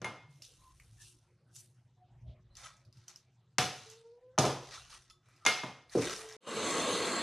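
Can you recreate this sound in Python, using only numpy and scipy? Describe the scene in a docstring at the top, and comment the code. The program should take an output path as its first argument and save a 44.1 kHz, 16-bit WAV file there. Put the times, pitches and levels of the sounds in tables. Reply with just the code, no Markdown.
"""A cleaver chops meat on a wooden board in a small hard kitchen: noise bursts, ringing modes and a room tail.
Blade clinks and small ticks ring from short knocks; wet handling is a rub of uneven noise grains.
Behind lie a low wavering rumble, thin room air, far hoots and faint blips, from filtered noise and sines.
After a brief silence comes a second place: a wood fire under a pot, coloured noise that rushes and fades in."""
import sys
import numpy as np
from scipy import signal
from scipy.fft import rfft, irfft, next_fast_len
from scipy.io import wavfile
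from scipy.ndimage import uniform_filter1d

SR = 44100
rng = np.random.default_rng(int(sys.argv[2]) if len(sys.argv) > 2 else 0)


def master_out(mix):
    """Clip the mix to full scale and print it as 16-bit PCM to the path in sys.argv[1]."""
    frames = np.transpose(np.atleast_2d(mix))
    ceiling = np.clip(frames, -1, 1)
    pcm = np.round(ceiling * 32767).astype(np.int16)
    wavfile.write(sys.argv[1], SR, pcm)


def invert_db(level):
    """Linear amplitude ratio for a level in decibels (20 dB per decade), elementwise."""
    return 10 ** (np.asarray(level, dtype=float) / 20)


N = 318402
TIME = np.arange(N) / SR
AIRY_HZ = 7800   # where the airy top of the handling begins

# modes of the board and the held blade: f/Hz, relative level/dB, t60/s
BOARD_MODES = [(135, 1, .5), (253, -3, .3), (355, 0, .18), (441, -5, .4), (479, 2, .19), (620, 0, .25),
               (738, 1, .4), (1012, 0, .25), (1180, -3, .2), (1373, -3, .2), (3490, -8, .25),
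               (4285, -9, .25), (5875, -7, .18), (6560, -6, .2)]
# colour of the wet handling and of the bright part of the blows: f/Hz, relative level/dB
WET_COLOUR = [(410, -33), (700, -7.5), (754, -6), (853, -11), (1310, -5), (1480, -8.5), (3110, -6.5),
              (4330, -10), (6510, -6.5), (7930, -24.5), (9900, -5), (13300, -37)]


def rms_one(x):
    """Scale to rms 1."""
    return x / np.sqrt(np.mean(x ** 2) + 1e-30)


def in_time(rows):
    """A curve of (time, value) rows read at every sample."""
    s, values = np.transpose(rows)
    return np.interp(TIME, s, values)


def at_hz(points, hz):
    """A spectrum read on a log frequency axis."""
    f, v = np.transpose(points)
    return np.interp(np.log(hz), np.log(f), v)


def drift(rate):
    """Slow chance of spread 1: noise low-passed near rate in Hz, drawn every 40 samples."""
    r = np.exp(-80 * np.pi * rate / SR)
    slow = signal.lfilter([1], [1, -2 * r, r * r], rng.standard_normal(N // 40 + 2002))[2000:]
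    return np.interp(np.arange(N) / 40, np.arange(len(slow)), rms_one(slow))


def clicks(times, gains):
    """An impulse at each time."""
    out = np.full(N, 1e-18)
    np.add.at(out, np.round(np.asarray(times) * SR).astype(int), gains)
    return out


def ring(x, hz, t60):
    """A unit click sets a decaying sine of starting height 1 ringing."""
    r, w = invert_db(-60 / (t60 * SR)), 2 * np.pi * hz / SR
    return signal.lfilter([0, np.sin(w)], [1, -2 * r * np.cos(w), r * r], x)


def die(x, t60):
    """Envelope that jumps at each click and decays by 60 dB in t60 seconds."""
    return signal.lfilter([1], [1, -invert_db(-60 / (t60 * SR))], x)


def build_up(x, t60):
    """Softens the start of an envelope: a one-pole smoother with gain 1 for steady input."""
    return die(x, t60) * (1 - invert_db(-60 / (t60 * SR)))


def resonance(x, hz, width):
    """Two-pole resonance, width in Hz, gain 1 at its top."""
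    r = np.exp(-np.pi * width / SR)
    top = np.array([1, 0, -1]) * (1 - r * r) / 2
    return signal.lfilter(top, [1, -2 * r * np.cos(2 * np.pi * hz / SR), r * r], x)


def bank(source):
    """Third-octave bands with their centres; neighbours come from unrelated draws."""
    edges = 40 * 2 ** (np.arange(27) / 3)
    for k, (low, high) in enumerate(zip(edges, edges[1:])):
        band_pass = signal.butter(2, [low, high], "band", fs=SR, output="sos")
        yield np.sqrt(low * high), signal.sosfilt(band_pass, source[k % 2])


def coloured(source, spectrum, split_hz, patchy_db):
    """Coloured noise whose bands flicker apart, returned as a low and a high part of rms 1."""
    low, high = 0, 0
    for hz, band in bank(source):
        part = band * invert_db(at_hz(spectrum, hz) + patchy_db * drift(8))
        if hz < split_hz:
            low = low + part
        else:
            high = high + part
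    return rms_one(low), rms_one(high)


def cluttered(source, peaks_db):
    """Pots, racks and walls add many peaks and dips some 60 Hz wide; two patterns trade places by chance."""
    size = next_fast_len(N)
    bumps = uniform_filter1d(rng.standard_normal((2, 1, size // 2 + 1)), size=round(60 * size / SR))
    bumps = uniform_filter1d(bumps, size=round(40 * size / SR))
    gains = invert_db(peaks_db * np.clip(rms_one(bumps), -2, 2))
    one, other = irfft(rfft(source, size) * gains, size)[..., :N]
    share = .5 + .5 * np.tanh(2 * drift(4))
    return share * one + (1 - share) * other


def swell(s, hold, db, rise_db, fall_db):
    """Gain of an event that rises, holds from s on and falls, at steady dB per second."""
    return invert_db(db - rise_db * np.maximum(s - TIME, 0) - fall_db * np.maximum(TIME - s - hold, 0))


def blows():
    """Blows crack or thump and ring the board, two ring the free blade; a room tail dies band by band."""
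    # blows on the board: t/s, then relative level/dB of crack, counter thud, board knock, edge clack
    blow_rows = [(0.0163, -36, -43, -45, -46), (0.0442, -30, -46, -47, -34),
                 (3.5828, -8, -27.5, -32.5, -26.5), (4.3784, -26.5, -49, -24, -20.5),
                 (4.3852, -10, -23.5, -29.5, -53), (4.4383, -42, -70, -24.5, -30),
                 (4.4512, -24.5, -31.5, -47.5, -53), (5.4509, -20, -57.5, -43.5, -35),
                 (5.463, -7, -43, -36, -25.5), (5.6334, -40.5, -38.5, -42.5, -37.5),
                 (5.9512, -64, -31, -14.5, -40), (5.9836, -35, -32.5, -69, -41)]
    # where thud, knock, clack, crack and the top of the crack are strongest: f/Hz
    weight_hz = (130, 400, 1000, 4000, 8000)
    # blows that leave the blade free to ring: t/s, relative level/dB
    free_rings = [(0.0443, -50), (5.463, -36)]
    # modes of the blade lying free: f/Hz, relative level/dB, t60/s
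    free_modes = [(2132, 7, .55), (2460, -7, .25), (2906, -9, .3), (3478, -11, .65), (7951, -22, .3),
                  (9830, -10, .28)]
    # decay of the kitchen: f/Hz, t60/s
    room_decay = [(80, 0.27), (560, 0.52), (1470, 0.49), (3880, 0.52), (7000, 0.49), (11000, 0.38)]

    s, crack, thud, knock, clack = np.transpose(blow_rows)
    free_s, blade = np.transpose(free_rings)
    flat = np.abs(s[:, None] - free_s).min(axis=1) < .03
    # the blade laid down flat sends 4.5 dB less treble into the room than its edge
    parts = list(zip(thud, knock, clack, crack - 14, crack - 14 - 4.5 * flat))

    def weight(hz):
        """Strength of every blow at one frequency, in dB."""
        return np.array([np.interp(np.log(hz), np.log(weight_hz), row) for row in parts])

    # the edge snaps on the wood just after first contact
    snap = resonance(resonance(clicks(s + .0013, invert_db(crack + 16.5)), 6300, 1500), 5800, 2500)
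    out = signal.sosfilt(signal.butter(6, 7200, fs=SR, output="sos"), snap)
    # the wood answers with a short pop
    out = out + resonance(clicks(s + .0012, invert_db(crack + 17)), 1000, 500)

    for hz, band in bank(cluttered(rng.standard_normal((2, N)), peaks_db=2.0)):
        colour = -3.0
        if hz > 1800:
            colour = at_hz(WET_COLOUR, hz) + 4 - 1.4 * (AIRY_HZ < hz < 11000)
        strike = clicks(s, invert_db(weight(hz) + colour))
        # the room fills quickly, lows later
        tail = build_up(die(strike, at_hz(room_decay, hz)), 3.3 / hz + 0.0069)
        # each early band needs a cycle or so to build up
        early = build_up(die(strike, 1.7 / hz + 0.021), 5.7 / hz)
        out = out + rms_one(band) * (invert_db(-11.0) * tail + invert_db(-6.5) * early)

    luck = rng.normal(0, 1, (len(s), len(BOARD_MODES)))
    for k, (hz, db, t60) in enumerate(BOARD_MODES):
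        strike = clicks(s, invert_db(weight(hz) + db - 12.0 + 4.26 * luck[:, k]))
        # low modes swell over a few cycles
        out = out + ring(resonance(strike, hz, .25 * hz), hz, t60)
    for hz, db, t60 in free_modes:
        strike = clicks(free_s, invert_db(blade + db))
        # a twin 5.5 Hz lower, 3 dB stronger and shorter-lived, beats with the mode
        twin = invert_db(3) * ring(strike, hz - 5.5, t60 / 2)
        brief = ring(strike, hz * 1.01, t60 / 4) / 2
        out = out + ring(strike, hz, t60) + twin + brief
    return signal.sosfilt(signal.butter(6, 100, "high", fs=SR, output="sos"), out)


def clinks():
    """Touching the lifted blade makes it chatter and clink; chance shakes each mode in its own uneven way."""
    # touches on the lifted blade: t/s, relative level/dB, chatter/s
    touches = [(2.636, -54, .025), (5.0991, -62.5, .012)]
    # modes of the lifted blade: f/Hz, relative level/dB, t60/s
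    lifted_modes = [(1280, -6, .35), (2030, -7, .1), (2702, -8, .12), (3138, -9, .2), (3494, -5, .35),
                    (4070, -11, .2), (5303, -3, .2), (6260, -3, .22), (6950, -5, .2), (7954, -15, .28),
                    (9832, -9, .18), (10750, -11, .2)]
    s, db, length = np.transpose(touches)
    starts, sizes = np.round(s * SR).astype(int), np.round(length * SR).astype(int)
    out = np.zeros(N)
    for hz, level_db, t60 in lifted_modes:
        shake = np.full(N, 1e-18)
        for at, gain, size in zip(starts, invert_db(db + level_db), sizes):
            shake[at:at + size] += gain * rng.standard_normal(size) / np.sqrt(size)
        out += ring(shake, hz, t60)
        # close neighbours roughen each mode
        out += ring(shake, hz * 1.012, t60 / 2) + ring(shake, hz * .991, t60 / 2)
    return out


def ticks():
    """Bone, bead and blade tick: a noisy snap around a pitch, a short ring and a little room behind."""
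    # small ticks: t/s, relative level/dB, f/Hz
    tick_rows = [(0.4209, -24.5, 5260), (0.7993, -35.5, 2220), (1.0194, -35, 6100), (1.5638, -28, 6900),
                 (2.553, -35.5, 5300), (2.5688, -30, 6200), (2.767, -45, 5960), (2.85, -47.5, 4670),
                 (2.9266, -43.5, 5000), (2.971, -42.5, 5100), (3.0809, -25.5, 5820), (3.1593, -31.5, 5450),
                 (3.8994, -30, 6300), (3.914, -35.5, 5800), (5.0992, -35.5, 4740), (5.287, -41, 1260),
                 (5.3627, -44.5, 5020), (5.896, -36, 4263), (5.9262, -38, 6068), (5.9587, -28, 4720),
                 (5.9793, -24, 5900), (6.0125, -28, 5050), (6.1625, -23, 5600), (6.177, -30, 6450),
                 (6.11, -22, 6050), (6.2881, -29, 6100), (6.305, -35, 5360), (6.325, -31, 5400),
                 (6.333, -38, 6600)]
    out, noise = np.zeros(N), rng.standard_normal(SR // 4)
    t = np.arange(SR // 4) / SR
    snap_and_room = invert_db(-60 * t / 0.005) + invert_db(-15.0 - 60 * t / 0.18)
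    shape = snap_and_room * np.minimum(t / 0.00064, 1)
    for k, (s, db, hz) in enumerate(tick_rows):
        raw = np.roll(noise, 411 * k)   # each tick starts elsewhere in the noise
        pitched = rms_one(resonance(resonance(raw, hz, 0.5 * hz), hz, 0.3 * hz))
        tone = pitched + 0.57 * rms_one(resonance(raw, 4200, 11000))
        sines = np.sin(2 * np.pi * hz * t) + 0.4 * np.sin(2 * np.pi * hz * .54 * t)
        chime = invert_db(-6.5 - 60 * t / 0.031) * sines
        at = round(s * SR)
        out[at:at + len(t)] += invert_db(db - 14.5) * (shape * tone + chime)
    return out


def rubbing():
    """Wet flesh and cloth stick and slip in dense uneven grains that stir upper modes of board and blade."""
    # strokes of hands, wet meat and cloth: t/s, hold/s, bright level/dB,
    # dull part re bright level/dB, airy top re bright level/dB
    stroke_rows = [(0.31, 0.075, -78.5, -12, -3), (0.445, 0.0082, -61.5, -21, -3.5),
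                   (0.535, 0.44, -78, -6, 0.5), (1.015, 0.066, -64, -19, -2),
                   (1.559, 0.0065, -65.5, -18, 8), (2.578, 0.023, -63, 1, -8),
                   (2.641, 0.0095, -59, 3.5, -17), (2.96, 0.059, -75, -6, -12),
                   (3.096, 0.0065, -62.5, -3, -24), (3.756, 0.18, -61.5, -7.5, -13),
                   (4.632, 0.077, -61, -3, -13), (4.731, 0.036, -51.5, -4.5, -15),
                   (4.908, 0.044, -57.5, -5, -13.5), (5.263, 0.2, -78.5, 3.5, -12),
                   (5.93, 0.055, -54.5, -2, -9.5), (6.024, .11, -45.5, 0.5, -11.5),
                   (6.192, 0.054, -59.5, -0.5, -5.5), (6.292, 0.083, -63.5, 3.5, -19)]
    rise_db_per_s, fall_db_per_s, rest_db = 650, 163, -96
    strokes = [swell(s, hold, db, rise_db_per_s, fall_db_per_s) for s, hold, db, *_ in stroke_rows]
    *_, dull_db, airy_db = np.transpose(stroke_rows)
    bright_gain = invert_db(rest_db) + sum(strokes)
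    dull_gain = invert_db(rest_db) + sum(gain * invert_db(db) for gain, db in zip(strokes, dull_db))
    airy_gain = sum(gain * invert_db(db) for gain, db in zip(strokes, airy_db))

    white = rng.standard_normal((2, N))
    uneven_db = 2.8 * np.minimum(rng.exponential(1, (2, N)), 4.5) + drift(60)
    grains = white * invert_db(uneven_db) * (rng.random((2, N)) < .15)   # 15 % of samples carry a grain
    stirred = sum(resonance(grains, hz, .05 * hz) for hz, db, t60 in BOARD_MODES if hz > 1100)
    grains = cluttered(grains + .5 * stirred, peaks_db=3.0)
    dull, bright = coloured(grains, WET_COLOUR, 2500, patchy_db=1.8)
    body = rms_one(signal.sosfilt(signal.butter(4, AIRY_HZ, "low", fs=SR, output="sos"), bright))
    airy = rms_one(signal.sosfilt(signal.butter(4, AIRY_HZ, "high", fs=SR, output="sos"), bright))
    return bright_gain * body + dull_gain * dull + airy_gain * airy


def fire():
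    """Turbulent flame roar and hiss, coloured by the hollows of pot and hearth; sap steams out and whistles."""
    # level of the fire: t/s, level/dB
    fire_level = [(6.41, -64), (6.46, -59), (6.475, -44.5), (6.58, -38.5), (6.7, -34.5), (7.22, -36)]
    # f/Hz, relative level/dB
    fire_colour = [(24, -57), (40, -26.5), (199, -2.5), (465, -8), (703, -11), (775, -9.5), (1120, -7),
                   (1610, -11), (4140, -12.5), (4680, -22.5), (7610, -21.5), (9700, -20.5), (13300, -77)]
    # hollows of pot and hearth: f/Hz, width/Hz
    hollow_modes = [(468, 230), (1100, 50), (4280, 110), (6370, 240), (7600, 70)]
    # sap steaming out of the wood: f/Hz, width/Hz
    sap_whistles = [(4150, 490), (7600, 300)]
    white = rng.standard_normal((2, N))
    hollows = 0
    for hz, width in hollow_modes:
        flicker_db = (3.0 if hz > 2000 else 0) * drift(5.5)
        hollows = hollows + resonance(white, hz, width) * 2.24 * invert_db(flicker_db)
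    roar, hiss = coloured(cluttered(white + hollows, peaks_db=2.5), fire_colour, 1500, patchy_db=1.3)
    sap = 0
    for hz, width in sap_whistles:
        whistle = rms_one(resonance(resonance(white[1], hz, width), hz, width))
        sap = sap + whistle * invert_db(2.0 * drift(6.6))
    # the whistles rise at 50 dB/s to full strength at 7.17 s
    roar = roar + swell(7.17, 1, -10, 50, 1) * sap
    return invert_db(in_time(fire_level)) * (roar + invert_db(-3) * hiss)


def rumble():
    """A wavering hum near two low pitches over lumpy sub-bass, with a faint unsteady overtone: narrow noise."""
    # hum: t/s, level/dB
    hum_level = [(0.0, -57.5), (0.44, -67.5), (0.89, -67.5), (1.17, -71), (1.52, -65), (2.04, -67.5),
                 (2.27, -54.5), (2.5, -66.5), (3.42, -70), (3.75, -62), (4.22, -80), (4.54, -53.5),
                 (4.72, -68.5), (6.37, -76)]
    # sub-bass swells: t/s, hold/s, level/dB
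    sub_swells = [(.6, 0.37, -68), (2.25, 0.34, -66), (4.548, 0.43, -69), (6.05, 0.018, -63)]
    rise_db_per_s, fall_db_per_s, rest_db = 85, 72.5, -91
    sub_gain = invert_db(rest_db) + sum(swell(*row, rise_db_per_s, fall_db_per_s) for row in sub_swells)
    white = rng.standard_normal((4, N))
    hum = rms_one(resonance(resonance(white[0], 120, 9.2), 110, 35))
    hum = hum + 0.75 * rms_one(resonance(resonance(white[1], 100, 55), 130, 53))
    sub = rms_one(resonance(resonance(white[2], 41, 42), 53, 61))
    overtone = rms_one(resonance(resonance(white[3], 360, 12), 360, 9.7))
    overtone = invert_db(-86 + 3.1 * drift(3)) * overtone
    return invert_db(in_time(hum_level)) * rms_one(hum) + sub_gain * sub + overtone


def room_air():
    """Thin, patchy coloured noise fills the kitchen."""
    # f/Hz, relative level/dB
    air_colour = [(110, -37), (180, -15), (303, 2), (357, -9), (412, -1), (894, -7.5), (1330, -8.5),
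                  (5410, -19.5), (13300, -37)]
    low, high = coloured(rng.standard_normal((2, N)), air_colour, 1500, patchy_db=5.5)
    return invert_db(-81.5) * low + invert_db(-86) * high


def far_hoots():
    """Soft wavering far hoots: gliding near-sines with two weak overtones."""
    # t/s, length/s, start f/Hz, glide/(Hz/s), level/dB
    hoot_rows = [(3.852, 0.19, 439, 130, -59.5), (4.033, .17, 458.4, 145, -57),
                 (4.207, 0.17, 496, 115, -62.5), (6.158, 0.35, 439, -22, -55)]
    out = np.zeros(N)
    for s, length, start_hz, glide, db in hoot_rows:
        hz = start_hz + glide * np.clip(TIME - s, 0, length)
        phase = 2 * np.pi * np.cumsum(hz * (1 + 0.0092 * drift(25))) / SR
        fade = np.clip(np.minimum(TIME - s, s + length - TIME) / 0.026, 0, 1)
        gain = np.sqrt(2) * fade * invert_db(db + 2.5 * drift(14))
        second = invert_db(-21 + 4 * drift(10)) * np.sin(2 * phase)
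        third = invert_db(-35 + 5 * drift(10)) * np.sin(3 * phase)
        out += gain * (np.sin(phase) + second + third)
    return out


def faint_blips():
    """Faint short tones, scuffs and soft low bumps: narrow noise under a rounded window."""
    # t/s, length/s, f/Hz, level before the window/dB, width/Hz
    blip_rows = [(0.232, 0.19, 142, -60, 27), (0.872, 0.21, 109.6, -56.5, 21), (2.254, 0.08, 71.4, -48, 60),
                 (2.857, 0.061, 106.5, -56, 24), (2.949, 0.072, 112, -56.5, 21),
                 (0.581, 0.18, 1021, -65.5, 84), (0.98, 0.068, 1740, -64, 110), (1.955, 0.12, 726, -67, 20),
                 (2.496, 0.065, 4070, -77, 140), (2.219, 0.2, 620, -69.5, 78),
                 (2.076, .12, 740.7, -73, 230), (2.258, 0.098, 3380, -74, 1400), (2.45, .11, 560, -82, 26),
                 (4.714, 0.095, 1220, -57.5, 250), (4.916, 0.067, 1230, -62, 220),
                 (5.405, 0.079, 1259, -63, 120)]
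    out, white = np.zeros(N), rng.standard_normal(N)
    for s, length, hz, db, width in blip_rows:
        at, size = round(s * SR), round(length * SR)
        raw = white[at:at + size + SR // 8]   # extra length lets the filter settle
        narrow = resonance(resonance(raw, hz, width), hz, width)[-size:]
        out[at:at + size] += invert_db(db) * rms_one(narrow) * np.hanning(size) ** .5
    return out


def scene():
    """The kitchen, a brief silence, then the fire, alike in both channels."""
    # silence between the two places: start t/s, end t/s
    gap_start, gap_end = (6.367, 6.405)
    kitchen = blows() + clinks() + ticks() + rubbing() + rumble() + room_air() + far_hoots() + faint_blips()
    before = np.clip((gap_start - TIME) / 0.00045, 0, 1)
    after = np.clip((TIME - gap_end) / 0.044, 0, 1)
    mid = before * kitchen + after * fire()
    return np.array([mid, mid])


def band_limit(x):
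    """A steep low-pass at the top of the band."""
    return signal.sosfilt(signal.butter(12, 13690, fs=SR, output="sos"), x)


def record(dry):
    """The two channels agree below about 3 kHz and differ unsteadily above; the top is cut at 13.7 kHz."""
    high_pass = signal.cheby2(12, 70, 3400, "high", fs=SR, output="sos")
    side = invert_db(-6.5) * signal.sosfilt(high_pass, dry[0] * drift(150))
    both = dry + side * [[1], [-1]]
    mix = signal.sosfilt(signal.cheby2(12, 60, 13700, fs=SR, output="sos"), both)
    return band_limit(mix)


dry = scene()
out = record(dry)
master_out(out)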